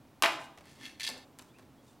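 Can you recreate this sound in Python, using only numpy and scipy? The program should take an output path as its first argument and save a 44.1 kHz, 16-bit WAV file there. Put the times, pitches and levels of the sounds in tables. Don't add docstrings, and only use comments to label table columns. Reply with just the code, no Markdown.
import sys
import numpy as np
from scipy import signal
from scipy.fft import rfft, irfft
from scipy.io import wavfile
from scipy.ndimage import uniform_filter1d

SR = 44100
rng = np.random.default_rng(int(sys.argv[2]) if len(sys.argv) > 2 else 0)


def wav_out(sig):
    wavfile.write(sys.argv[1], SR, np.round(np.clip(np.atleast_2d(sig).T, -1, 1) * 32767).astype(np.int16))


N = 88200

# t/s, crack level/dB, clatter level/dB, clatter decay/s, ring level/dB
HITS = [(0.2235, -1.5, -20, 0.0041, -18), (0.2346, -8, -18.5, .0045, -15.5), (0.2368, -36, -20, 0.015, -3),
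        (0.2517, -33, -23.5, 0.0095, -4.5), (0.2592, -17, -22.5, 0.0045, -15)]
# f/Hz, level/dB
CRACK_EQ = [(150, -26), (500, -3), (1200, 2), (3000, -4), (5000, -3), (8000, -7.5), (12500, -9.5),
            (16000, -38)]
# f/Hz, level/dB
CLATTER_EQ = [(170, -10.5), (225, -24), (335, 0.5), (480, -27.5), (670, -6.5), (780, 2), (950, 7),
              (1300, 1.5), (1550, -1.5), (2300, 4), (3600, -3.5), (6000, -16.5), (12000, -33.5),
              (16000, -35)]
# f/Hz, level/dB, t60/s
STICK_MODES = [(322, -46, .2), (660.7, -28.5, 0.1), (676, -32, 0.18), (830, -47, .14), (966, -37.5, 0.49),
               (1140, -42, 0.08), (1252, -27.5, 0.046), (1410, -33.5, 0.14), (1781, -26, 0.044),
               (1789, -35.5, 0.3), (2255, -28.5, 0.073), (2396, -54, 0.12), (3045, -49, 0.12),
               (3190, -24.5, 0.22)]
SPLINTER_DB, SPLINTER_S = -22, 0.0041

# t/s, level/dB
DRAG_CURVE = [(0.64, -70), (0.67, -64), (0.78, -68.5), (0.81, -56.5), (0.83, -53.5), (0.85, -51),
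              (0.872, -54), (0.899, -61), (0.93, -69), (1.0, -78), (1.11, -53), (1.16, -64.5), (1.235, -70),
              (1.26, -93)]
# f/Hz, level/dB
GRIT_EQ = [(150, -12.5), (260, 17), (500, -13), (1300, -2.5), (2000, 4.5), (3400, 3), (5000, 0.5),
           (7000, -7.5), (11000, -10), (16000, -31)]
# t/s, level/dB, decay/s, chirp f/Hz
SLIPS = [(0.854, -43.5, .002, 3340), (0.8624, -47, 0.0045, 3300), (0.9972, -38.5, 0.0036, 2300),
         (1.0061, -38.5, 0.0049, 2140), (1.016, -44, 0.0079, 1870), (1.0313, -38, 0.0058, 4550),
         (1.0395, -37.5, 0.004, 4000), (1.048, -38.5, 0.0082, 2970), (1.0663, -36.5, 0.0041, 4420),
         (1.075, -35, 0.0047, 4400), (1.084, -45, 0.0082, 4300)]
# f/Hz, level/dB
RASP_EQ = [(200, -22), (1300, -13.5), (1750, -9.5), (3000, -3.5), (4400, -2), (6500, -8.5), (11000, -13),
           (16000, -29)]
# f/Hz, width/Hz, level/dB
BLADE_MODES = [(1768, 62, 10.5), (2113, 73, 8.5), (2670, 70, 5), (3360, 160, 3.5), (4315, 150, 1),
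               (5970, 110, 0.5)]
GRIT_PER_S, RASP_PER_S, SAND_PER_S = 2400, 12000, 2400
CHIRP_DB, CHIRP_Q, SCRAPE_STOP_S = 2, 4.4, 1.248

# t/s, click level/dB, thud level/dB
TOUCHES = [(0.5755, -41, -49), (0.585, -42, -50.5), (0.609, -45, -54.5), (0.656, -41, -60),
           (1.090, -18.5, -43.5), (1.1, -22, -42.5), (1.179, -36, -65), (1.388, -27.5, -63),
           (1.393, -29.5, -44.5), (1.423, -36, -58), (1.5858, -42, -54.5), (1.594, -48, -53.5),
           (1.625, -55, -60)]
# f/Hz, level/dB
CLICK_EQ = [(200, 0), (1200, 2.5), (4000, -1.5), (7000, 3), (11000, 1), (16000, -15)]
# f/Hz, level/dB
THUD_EQ = [(50, -32), (250, -3.5), (600, 2.5), (1300, 1), (2500, -4), (6000, -12), (16000, -38)]
THUD_S, CRUNCH_DB, CRUNCH_S = 0.0059, -21.5, 0.0022
# t/s, length/s, level/dB
SAND_SWISHES = [(0.383, 0.091, -60.5), (0.632, 0.18, -66.5), (0.787, 0.16, -63.5), (1.813, 0.15, -71)]
# f/Hz, level/dB
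SAND_EQ = [(300, -12), (2000, -10), (5000, 1), (9000, -1.5), (12500, -9), (16000, -27)]
# t/s, length/s, level/dB
SHOE_SCUFFS = [(0.738, 0.11, -63.5), (1.09, 0.048, -55), (1.122, 0.079, -54.5)]
# f/Hz, level/dB
SCUFF_EQ = [(100, -10.5), (260, 1.5), (600, 1), (1200, -7.5), (2500, -19), (16000, -50)]

# t/s, length/s, start f/Hz, end f/Hz, level/dB
BIRD_NOTES = [(1.476, 0.051, 3050, 3750, -69), (1.531, 0.051, 2230, 2860, -63.5),
              (1.767, 0.049, 3240, 3400, -71.5), (1.858, 0.056, 3830, 3480, -70.5)]
# f/Hz, t60/s, level/dB
YARD_BANDS = [(100, 0.59, -9.5), (401, 0.57, -1.5), (893, 0.54, -2), (1910, 0.47, -5.5), (4000, 0.45, -6.5),
              (8000, 0.38, -7), (14000, .3, -12.5)]
# delay t/s, level/dB
SLAPBACKS = [(.0045, -14), (0.024, -11.5), (.036, -18), (0.098, -25)]
# f/Hz, side level/dB
REVERB_WIDTH = [(100, -30), (500, -18), (1000, -26.5), (2500, -35), (5000, -12), (8000, -3.5), (12000, -18)]
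YARD_TRIM_DB, YARD_BUILD_S = -0.5, 0.004
TAIL_SMOOTH_HZ = 29.2
STICK_WET_DB, SCRAPE_WET_DB, TAP_WET_DB = 0.5, -2.3, -1.2

# f/Hz, level/dB
AIR_MID_EQ = [(20, -11), (40, -17), (65, -3.5), (130, 2), (190, -3.5), (260, 1.5), (450, -8.5),
              (900, -10.5), (1600, -19.5), (3500, -24.5), (7000, -30), (13000, -32.5), (16000, -30)]
# f/Hz, level/dB
AIR_SIDE_EQ = [(20, 5), (70, -2.5), (250, -0.5), (1000, -27.5), (4000, -49), (8000, -25), (12000, -29.5),
               (16000, -55.5)]
AIR_MID_DB, AIR_SIDE_DB, AIR_PAN_DB = -59.5, -76, -1


def stick():
    t = since(0)
    crack = sum(undb(db) * (impulse(s) + undb(SPLINTER_DB) * burst(s, SPLINTER_S))
                for s, db, _, _, _ in HITS)
    clatter = sum(undb(db) * burst(s, decay) for s, _, db, decay, _ in HITS)
    pushes = sum(undb(db) * impulse(s) for s, _, _, _, db in HITS)
    ring = sum(undb(db) * np.exp(-np.log(1000) * t / t60) * np.sin(2 * np.pi * hz * t)
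               for hz, db, t60 in STICK_MODES)
    sound = colour(crack, CRACK_EQ) + colour(clatter, CLATTER_EQ) + through(pushes, ring)
    return signal.sosfilt(signal.butter(4, 182, "high", fs=SR, output="sos"), sound)


def scrape():
    pressure = undb(np.interp(since(0), *np.array(DRAG_CURVE).T, left=-120, right=-120))
    friction = colour(grains(GRIT_PER_S) * pressure, GRIT_EQ)
    catches = (rng.random(N) < RASP_PER_S / SR) * rng.choice([-1, 1], N)
    rasp = colour(catches * np.sqrt(SR / RASP_PER_S), RASP_EQ)
    for start, db, decay, hz in SLIPS:
        slip = undb(db) * rasp * fade(start, decay, attack=0.00069)
        friction = friction + slip + undb(CHIRP_DB) * resonance(slip, hz, CHIRP_Q)
    return friction + sum(undb(db) * resonance(friction, hz, hz / width) for hz, width, db in BLADE_MODES)


def taps():
    clicks = sum(undb(db) * (impulse(s) + undb(CRUNCH_DB) * burst(s, CRUNCH_S)) for s, db, _ in TOUCHES)
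    thuds = sum(undb(db) * burst(s, THUD_S) for s, _, db in TOUCHES)
    return colour(clicks, CLICK_EQ) + colour(thuds, THUD_EQ)


def shuffle():
    sand = grains(SAND_PER_S) * sum(undb(db) * swell(s, length) for s, length, db in SAND_SWISHES)
    shoes = rng.standard_normal(N) * sum(undb(db) * swell(s, length) for s, length, db in SHOE_SCUFFS)
    return colour(sand, SAND_EQ) + colour(shoes, SCUFF_EQ)


def bird():
    song = 0
    for start, length, start_hz, end_hz, db in BIRD_NOTES:
        hz = start_hz + (end_hz - start_hz) * np.minimum(since(start) / length, 1)
        song += undb(db) * swell(start, length) * np.sin(2 * np.pi * np.cumsum(hz) / SR)
    return song


def yard_tail():
    t, tail = since(0), 0
    noise = rfft(rng.standard_normal(2 * N))
    for (_, t60, db), share in zip(YARD_BANDS, np.eye(len(YARD_BANDS))):
        band = irfft(noise * contour(np.array(YARD_BANDS)[:, 0], share))[:N]
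        envelope = (1 - np.exp(-t / YARD_BUILD_S)) * np.exp(-np.log(1000) * t / t60)
        tail += undb(db + YARD_TRIM_DB) * envelope / np.linalg.norm(envelope) * band
    return smooth_peaks(tail, TAIL_SMOOTH_HZ)


def air():
    mid = undb(AIR_MID_DB) * colour(rng.standard_normal(N), AIR_MID_EQ)
    side = undb(AIR_SIDE_DB) * colour(rng.standard_normal(N), AIR_SIDE_EQ)
    return np.array([(mid + side) * undb(AIR_PAN_DB / 2), (mid - side) * undb(-AIR_PAN_DB / 2)])


def undb(db):
    return 10 ** (np.asarray(db) / 20)


def since(start):
    return np.maximum(np.arange(N) / SR - start, 0)


def impulse(start):
    return 1. * (np.arange(N) == int(start * SR))


def fade(start, decay, attack):
    age = since(start)
    return np.minimum(age / attack, 1) * np.exp(-np.maximum(age - attack, 0) / decay)


def swell(start, length):
    return np.sin(np.pi * np.minimum(since(start) / length, 1))


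def burst(start, decay):
    return rng.standard_normal(N) * fade(start, decay, attack=0.00021)


def grains(per_s, spread_db=0.5):
    clicks = (rng.random(N) < per_s / SR) * rng.standard_normal(N)
    clicks *= undb(spread_db * np.minimum(rng.exponential(size=N), 3))
    return clicks / clicks.std()


def contour(hz, values):
    return np.interp(np.log(np.arange(N + 1) * SR / (2 * N) + 1), np.log(hz), values)


def colour(x, eq):
    gain = undb(contour(*np.array(eq).T))
    cepstrum = irfft(np.log(gain / np.sqrt(np.mean(gain ** 2))))
    cepstrum[1:N] *= 2
    cepstrum[N + 1:] = 0
    return irfft(rfft(x, 2 * N) * np.exp(rfft(cepstrum)))[:N]


def resonance(x, hz, q):
    return signal.lfilter(*signal.iirpeak(hz, q, SR), x)


def through(x, response):
    return signal.fftconvolve(x, response)[:N]


def smooth_peaks(tail, width_hz):
    spectrum = rfft(tail, 2 * N)
    broad, narrow = (uniform_filter1d(np.abs(spectrum) ** 2, int(hz * 2 * N / SR) + 1) + 1e-12
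                     for hz in (10 * width_hz, width_hz))
    return irfft(spectrum * np.sqrt(broad / narrow))[:N]


def scene():
    mid = yard_tail() + sum(undb(db) * impulse(s) for s, db in SLAPBACKS)
    side = irfft(rfft(yard_tail(), 2 * N) * undb(contour(*np.array(REVERB_WIDTH).T)))[:N]

    def in_yard(source, wet_db):
        return source + undb(wet_db) * np.array([through(source, mid + side), through(source, mid - side)])

    gate = np.exp(-since(SCRAPE_STOP_S) / 0.0013)
    scraping = in_yard(scrape(), SCRAPE_WET_DB) * gate
    slap = in_yard(stick(), STICK_WET_DB)
    return slap + scraping + in_yard(taps() + shuffle() + bird(), TAP_WET_DB) + air()


def record(dry):
    return signal.sosfilt(signal.ellip(8, .2, 70, 15800, fs=SR, output="sos"), dry)


dry = scene()
out = record(dry)
wav_out(out)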